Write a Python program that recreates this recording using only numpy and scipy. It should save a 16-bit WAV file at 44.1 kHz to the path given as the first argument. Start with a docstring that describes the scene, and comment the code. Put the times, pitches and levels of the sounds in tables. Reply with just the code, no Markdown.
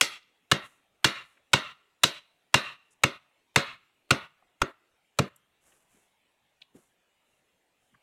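"""Hatchet on a dry trunk

Forest, a phone microphone a few metres from the foot of a dry standing trunk: a hatchet chops eleven times.
Each bite snaps a burst of fibres that rings the wood and thumps the stem; nearby trees scatter it and
the far tree line echoes it. Chips drop; then the chopper steps back through grass, and something clicks
lightly. Ticks, steps and rustles are shaped bursts of noise over a faint, steady background hiss whose
level varies randomly in small patches of pitch and time."""
import sys
import numpy as np
from scipy import signal
from scipy.fft import rfft, irfft, next_fast_len
from scipy.io import wavfile
from scipy.ndimage import uniform_filter1d

SR = 44100
rng = np.random.default_rng(int(sys.argv[2]) if len(sys.argv) > 2 else 0)


def materialize(psi):
    """Save the field psi as 16-bit PCM at rate SR to the path in sys.argv[1].

    A 1-D psi becomes a single channel; in a 2-D psi each row is a channel.
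    """
    bounded = np.clip(np.atleast_2d(psi).T, -1, 1)
    quanta = np.round(bounded * 32767).astype(np.int16)
    wavfile.write(sys.argv[1], SR, quanta)


N = 353858  # length of the scene in samples


def undb(db):
    """Decibels to gain."""
    return 10 ** (np.asarray(db) / 20)


def clock(seconds):
    """Sample times of a stretch, in seconds."""
    return np.arange(int(seconds * SR)) / SR


def decay(t, t60):
    """Exponential decay that falls by 60 dB in t60 seconds."""
    return np.exp(-np.log(1000) * t / t60)


def unit(x):
    """Scale to rms 1."""
    return x / np.sqrt(np.mean(x ** 2))


def burst(x, db):
    """Scale a short sound to the energy of 10 ms at this rms level."""
    return x * undb(db) * np.sqrt(SR / 100 / np.sum(x ** 2))


def add(out, start_s, x):
    """Mix x into out from its start time, cut off at the end of out."""
    i = max(int(start_s * SR), 0)
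    out[i:i + len(x)] += x[:max(len(out) - i, 0)]


def band(x, lo_hz, hi_hz, order=3):
    """Causal band-pass."""
    edges = [lo_hz, min(hi_hz, SR / 2 - 1000)]
    return signal.sosfilt(signal.butter(order, edges, "band", fs=SR, output="sos"), x)


def colour(x, points):
    """Causal minimum-phase filter through (Hz, dB) points, made by folding the cepstrum."""
    size = 2048
    hz, db = np.transpose(points)
    bins_hz = np.arange(size + 1) * SR / 2 / size
    log_gain = np.log(undb(np.interp(np.log(bins_hz + 1), np.log(hz), db)))
    cepstrum = irfft(log_gain)
    cepstrum[1:size] *= 2
    cepstrum[size + 1:] = 0
    impulse = irfft(np.exp(rfft(cepstrum)))[:size]
    return signal.fftconvolve(x, impulse)[:len(x)]


def octave_split(x, per_octave=2):
    """Yield (centre Hz, part of x) for this many bands an octave, from 25 Hz up."""
    size = next_fast_len(len(x))
    spectrum = rfft(x, size)
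    bins_hz = np.arange(size // 2 + 1) * SR / size
    step = 2 ** (1 / per_octave)
    for lo in 25 * step ** np.arange(per_octave * 19 // 2):
        inside = (bins_hz >= lo) & (bins_hz < lo * step)
        yield lo * np.sqrt(step), irfft(spectrum * inside, size)[:len(x)]


def ring(push, modes, detune):
    """Damped modes of alternating sign driven by a push; each call shifts their pitches slightly."""
    t = np.arange(len(push)) / SR
    response = np.zeros(len(push))
    for k, (hz, db, t60) in enumerate(modes):
        shifted_hz = hz * (1 + detune * rng.standard_normal())
        response += (-1) ** k * undb(db) * decay(t, t60) * np.sin(2 * np.pi * shifted_hz * t)
    return signal.fftconvolve(push, response)[:len(push)]


def snaps(t, length, rise=.0012, fall=0.0023, spread_db=3):
    """Dense fractures of uneven size that last as long as the contact, then fade (times in seconds)."""
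    uneven_db = spread_db * np.minimum(rng.exponential(size=len(t)), 4)
    sizes = rng.standard_normal(len(t)) * undb(uneven_db)
    return sizes * np.minimum(t / rise, 1) * np.exp(-np.maximum(t - length, 0) / fall)


# Hatchet blows at the foot of the trunk, a few metres from the phone.
# Each row: start in seconds, bite length in seconds, force in dB relative to a full swing,
# sharpness in dB (how cleanly the edge enters), thud in dB (how squarely it shoves the stem),
# chip pitch in Hz, and sound thrown towards the trees in dB.
HATCHET_BLOWS = [(0.010, 0.0044, 0, 3.5, -43, 3370, -4), (0.514, 0.0071, -1, -1, -23, 1826, -6),
                 (1.043, .007, -1, .5, -26, 1830, -1), (1.532, 0.0087, 1, -0.8, -23.5, 1450, -3),
                 (2.034, 0.0072, 2, 2.5, -30, 4000, -7), (2.541, 0.0048, 1.5, -1, -23.5, 2800, -2),
                 (3.035, .0065, 0, -.5, -23.5, 2719, -8.5), (3.559, 0.0047, -1, -0.5, -22, 2662, -1.5),
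                 (4.106, .007, -1, -1, -21, 1443, -5.5), (4.616, 0.0049, -10.5, -2, -32.5, 1394, -8.5),
                 (5.187, 0.0078, -9, 1.5, -18.5, 1330, -7)]
# treble thrown into the forest: base in dB, the rest in dB per dB
TREBLE_DB, TREBLE_PER_FORCE, TREBLE_PER_SHARPNESS = 1.4, .55, 1
# what reaches the far tree line: base in dB, the rest in dB per dB
ECHO_DB, ECHO_PER_FOREST, ECHO_PER_FORCE, ECHO_PER_SHARPNESS = 2, .85, .55, 0.45
CHIP_FRONT_DB, CHIP_BACK_DB = -8, -19.5  # the chip's ring towards the microphone and away from it
# the chip's note carries farthest and colours the forest's lingering wash
CHIP_CARRY_DB, CHIP_WIDTH_HZ = 5, 310


def chopping(count=3):
    """Every blow with its answer from the forest; the cut radiates a different burst in each direction."""
    out, t = np.zeros(N), clock(.6)
    directions = [(near_trees(t), *far_trees(t)) for _ in range(count)]
    for start_s, bite_s, force_db, sharp_db, thud_db, chip_hz, forest_db in HATCHET_BLOWS:
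        cut = (bite_s, *blow_levels(force_db, sharp_db, thud_db), chip_hz)
        add(out, start_s, chop(*cut, chip_db=CHIP_FRONT_DB))
        # hard, sharp blows carry farther and keep more treble
        treble_db = TREBLE_DB + TREBLE_PER_FORCE * force_db + TREBLE_PER_SHARPNESS * sharp_db
        echo_db = ECHO_DB + ECHO_PER_FOREST * forest_db
        echo_db += ECHO_PER_FORCE * force_db + ECHO_PER_SHARPNESS * sharp_db
        throw = [(400, 0), (1000, forest_db), (3200, forest_db), (5500, forest_db + treble_db)]
        for near, echo, wash in directions:
            outward = colour(chop(*cut, chip_db=CHIP_BACK_DB), throw)
            note = band(outward, chip_hz - CHIP_WIDTH_HZ / 2, chip_hz + CHIP_WIDTH_HZ / 2, order=1)
            answer = signal.fftconvolve(outward, near + undb(echo_db) * echo)
            answer += signal.fftconvolve(outward + undb(CHIP_CARRY_DB) * note, wash)
            add(out, start_s, answer / np.sqrt(count))
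    return out


BODY_DB, BODY_PER_THUD = -14, .42  # the low mids follow the thud, dB per dB
KNOCK_DB, CRACK_DB, SPLINTER_DB = -16.5, -14.5, -22  # mids, upper mids and treble of a full swing
# dB per dB; the crack follows the force fully, so weak blows sound dull
KNOCK_PER_FORCE, SPLINTER_PER_FORCE = .4, 0.75
CRACK_PER_SHARPNESS = .2  # dB per dB; sharpness mostly trades knock for splinter


def blow_levels(force_db, sharp_db, thud_db):
    """Levels of thud, body, knock, crack and splinter: hard, clean cuts are bright, weak or blunt ones knock."""
    body_db = BODY_DB + BODY_PER_THUD * thud_db
    knock_db = KNOCK_DB + KNOCK_PER_FORCE * force_db - sharp_db
    crack_db = CRACK_DB + force_db + CRACK_PER_SHARPNESS * sharp_db
    splinter_db = SPLINTER_DB + SPLINTER_PER_FORCE * force_db + sharp_db
    return thud_db, body_db, knock_db, crack_db, splinter_db


# Snapping dry fibres at the cut. 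Each row: frequency in Hz, relative level in dB.
FIBRE_COLOUR = [(100, -8), (500, 2.5), (800, 1.5), (1400, 4), (3500, 4), (5000, -1), (7500, -1.5),
                (10000, -10), (13000, -16), (16000, -24)]
# Modes of the notch with the blade in it. Each row: frequency in Hz, relative level in dB, t60 in seconds.
NOTCH_MODES = [(970, -8.5, .03), (1245, -6, .04), (1496, 6, 0.025), (1783, -7, 0.012), (2200, -3, 0.059),
               (2310, -6.5, 0.0088), (2830, 8.5, 0.055), (2826, -3.5, 0.075), (4050, 3.5, .03),
               (4860, -6.5, 0.04), (5824, 1.5, .02), (6270, 5.5, 0.073)]
# Low modes of the standing stem. Each row: frequency in Hz, relative level in dB, t60 in seconds.
STEM_MODES = [(85.5, -6.5, 0.051), (139, -0.5, 0.093), (200, -6, 0.13), (254.6, -5, 0.15), (315, -3, .12),
              (372, -9, 0.17), (431, -7, .12), (545, -3, 0.12), (662, -10.5, 0.11)]


def chop(bite_s, thud_db, body_db, knock_db, crack_db, splinter_db, chip_hz, chip_db):
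    """The blade tears fibres until it stops; they ring the notch and the chip, and the shove rocks the stem."""
    t = clock(.15)
    tear = colour(snaps(t, bite_s, spread_db=3.5), FIBRE_COLOUR)
    notch = ring(tear, NOTCH_MODES, detune=0.018)
    chip = ring(tear, [(chip_hz, 0, .014)], detune=.003)
    wood = burst(tear, 0) + burst(notch, -11) + burst(chip, chip_db)
    # the brittle surface gives way at once, in one short bright snap
    surface = snaps(t, 0.0025, rise=0.0033, fall=0.00032) * np.minimum(t / 0.0033, 1)
    edge = burst(colour(surface, FIBRE_COLOUR), -1.4)
    shove = np.exp(-((t - .0035) / 0.000092) ** 2)
    stem = ring(shove, STEM_MODES, detune=0.035)
    thud = band(stem, 56, 180, order=2)
    # blade and stem share the low mids
    body = burst(band(stem, 250, 800), -1.3) + burst(band(tear, 260, 700), -3.0)
    knock = band(wood, 930, 2000)
    crack = band(wood, 2000, 4300)
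    splinter = band(wood + edge, 4300, 17000)
    low = burst(thud, thud_db) + burst(body, body_db)
    return low + burst(knock, knock_db) + burst(crack, crack_db) + burst(splinter, splinter_db)


BUMP_S, BUMP_DB, BUMP_HZ = 4.616, -28.5, 38  # a deep bump under the tenth, glancing blow


def bump(t60=0.047):
    """A single, heavily damped low swing."""
    t, out = clock(.2), np.zeros(N)
    swing = np.sin(2 * np.pi * BUMP_HZ * t) * decay(t, t60)
    add(out, BUMP_S, burst(swing, BUMP_DB))
    return out


# Scatter from the ground and nearby trees. Each row: frequency in Hz, starting level in dB, t60 in seconds.
NEAR_SCATTER = [(70, -41.5, 0.23), (140, -40, 0.12), (302, -29.5, 0.14), (556, -31.5, 0.21),
                (785.3, -39, 0.4), (1300, -35, .36), (2580, -36, .33), (4030, -33, 0.27),
                (6534, -31, 0.098), (10400, -38, 0.24), (16000, -41, 0.24)]


def near_trees(t):
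    """Response of ground and nearby trunks: dense reflections that fade at a different rate in each band."""
    hz, db, t60 = np.transpose(NEAR_SCATTER)
    out = np.zeros(len(t))
    for centre_hz, part in octave_split(rng.standard_normal(len(t))):
        band_db = np.interp(np.log(centre_hz), np.log(hz), db)
        band_t60 = np.interp(np.log(centre_hz), np.log(hz), t60)
        out += part * undb(band_db) * decay(t, band_t60)
    return out * np.clip((t - .004) / 0.0063, 0, 1)  # the first reflections come after 4 ms


# Echo of the far tree line. Each row: frequency in Hz, relative level in dB.
TREE_LINE_COLOUR = [(60, -18), (140, -13), (500, -20), (800, -11), (1150, 2), (1550, -2.5), (2000, -1.5),
                    (2700, 2.5), (4000, -0.5), (4800, -7), (8000, -6.5), (16000, -12)]


def far_trees(t, arrive=.11, swell=0.016, t60=0.51, linger_t60=1.0, treble_loss_db=55):
    """Responses of the tree line beyond the clearing: its echo, and a faint lingering wash (in seconds)."""
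    trunks = colour(unit(snaps(t, t[-1], spread_db=4.5)), TREE_LINE_COLOUR)  # trunks answer unevenly
    # the longer the path, the more treble is lost: dB per second at 8 kHz and above
    trunks = sum(part * undb(-treble_loss_db * t * min(hz / 8000, 1) ** 2)
                 for hz, part in octave_split(trunks))
    echo = np.exp(np.minimum(t - arrive, 0) / swell) * decay(np.maximum(t - arrive, 0), t60)
    wash = np.minimum(t / arrive, 1) * decay(t, linger_t60)
    return undb(-53.5) * trunks * echo, undb(-63.5) * trunks * wash


# Falling chips, light clicks and a scrape on bark; levels are those before the noise gate.
# Each row: start in seconds, level in dB, pitch in Hz, contact length in seconds.
CHIP_TICKS = [(0.225, -57, 4060, 0.0096), (1.37, -53, 2240, 0.0089), (2.906, -54, 8550, 0.032),
              (4.423, -53, 1021, 0.0038), (5.36, -49.5, 10900, 0.0045), (5.719, -55.5, 2475, 0.0096),
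              (6.616, -44.5, 3500, 0.0066), (7.94, -51, 1540, 0.0148)]


def ticks():
    """Small hard contacts: short narrow bursts of snaps, each scattered by the nearby trees."""
    out, t = np.zeros(N), clock(.2)
    for start_s, db, hz, length in CHIP_TICKS:
        tick = burst(band(snaps(t, length), hz / 1.5, hz * 1.2), db)
        scattered = signal.fftconvolve(tick, near_trees(t))[:len(t)]
        add(out, start_s, tick + undb(-6.5) * scattered)
    return out


# Boots on soft ground. Each row: start in seconds, heel level in dB before the gate, heel pitch in Hz.
BOOT_STEPS = [(5.722, -64, 266), (5.941, -54.5, 250), (6.744, -45, 215), (7.922, -56.5, 140)]
SOLE_LAG_S, SOLE_DB, SOLE_PITCH_RATIO = 0.022, -3, 1.16  # the sole lands after the heel, softer and higher


def steps():
    """Dull heel-and-sole steps: soft ground gives slowly, so each contact is a rounded low burst."""
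    out, t = np.zeros(N), clock(.2)
    for start_s, heel_db, heel_hz in BOOT_STEPS:
        heel = (0, heel_db, heel_hz)
        sole = (SOLE_LAG_S, heel_db + SOLE_DB, heel_hz * SOLE_PITCH_RATIO)
        for lag_s, db, hz in (heel, sole):
            press = snaps(t, 0.0056, rise=0.0078, fall=0.012)
            add(out, start_s + lag_s, burst(band(press, hz / 1.6, hz * 1.62, order=2), db))
    return out


# Grass and leaves stirred by boots and chips.
# Each row: start in seconds, length in seconds, level in dB before the noise gate.
GRASS_RUSTLES = [(0.615, 0.22, -63), (1.223, 0.2, -67), (2.6, 0.16, -70), (5.599, 0.31, -60.5),
                 (5.857, 0.31, -63.5), (6.729, 0.23, -64), (7.2, 0.4, -74.5), (7.777, 0.27, -72.5)]
# Tone of the grass. Each row: frequency in Hz, relative level in dB.
GRASS_COLOUR = [(300, 3), (1500, 1.5), (4500, -12.5), (7000, 0.5), (11000, -1.5), (16000, -21.5)]
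RUSTLE_RISE_SHARE = 0.24  # grass is pushed aside quickly and settles slowly


def rustles():
    """The fine crackle of grass: uneven snaps of many blades that swell and settle."""
    out = np.zeros(N)
    for start_s, length, db in GRASS_RUSTLES:
        blades = snaps(clock(length), length, spread_db=5.0)
        progress = np.linspace(0, 1, len(blades))
        stir = np.interp(progress, [0, RUSTLE_RISE_SHARE, 1], [0, 1, 0])
        add(out, start_s, undb(db) * unit(colour(blades, GRASS_COLOUR) * stir))
    return out


# Faint background hiss at the microphone. Each row: frequency in Hz, relative level in dB.
HISS_COLOUR = [(30, -7.5), (120, -3), (400, -1), (720, 0), (1250, -6), (2000, -4.5), (2700, -2.5),
               (3800, -9), (4800, -17), (8000, -15), (12000, -19.5), (16000, -24.5)]


def background_hiss(level_db=-64, patch_db=3.0):
    """A faint, steady hiss whose level varies randomly in small patches of pitch and time; level before the gate."""
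    size = 2048
    cells = signal.stft(colour(rng.standard_normal(N), HISS_COLOUR), nperseg=size)[2]
    patches = uniform_filter1d(rng.standard_normal(cells.shape), size=11, axis=0)  # across pitch
    patches = uniform_filter1d(patches, size=3, axis=1)  # across time
    hiss = signal.istft(cells * undb(patch_db * unit(patches)))[1][:N]
    return unit(hiss) * undb(level_db)


def scene():
    """Chops, small sounds and background hiss at one microphone."""
    small_sounds = ticks() + steps() + rustles()
    return (chopping() + bump() + small_sounds + background_hiss())[None]


TOP_HZ = 16000  # upper limit of the phone's sound


def record(dry, ceiling=0.59, depth_db=10):
    """A noise gate turns quiet passages and tails down; peaks are rounded off and the top is cut."""
    power = np.abs(uniform_filter1d(dry ** 2, size=1400))  # over about 32 ms
    level_db = 10 * np.log10(power + 1e-12)
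    quiet = np.clip((-48 - level_db) / 3.5, 0, 1)  # the gate starts to close below -48 dB
    gated = dry * undb(-depth_db * quiet)
    rounded = gated / (1 + (gated / ceiling) ** 4) ** (1 / 4)
    return signal.sosfilt(signal.ellip(8, .2, 70, TOP_HZ, fs=SR, output="sos"), rounded)


dry = scene()
out = record(dry)
materialize(out)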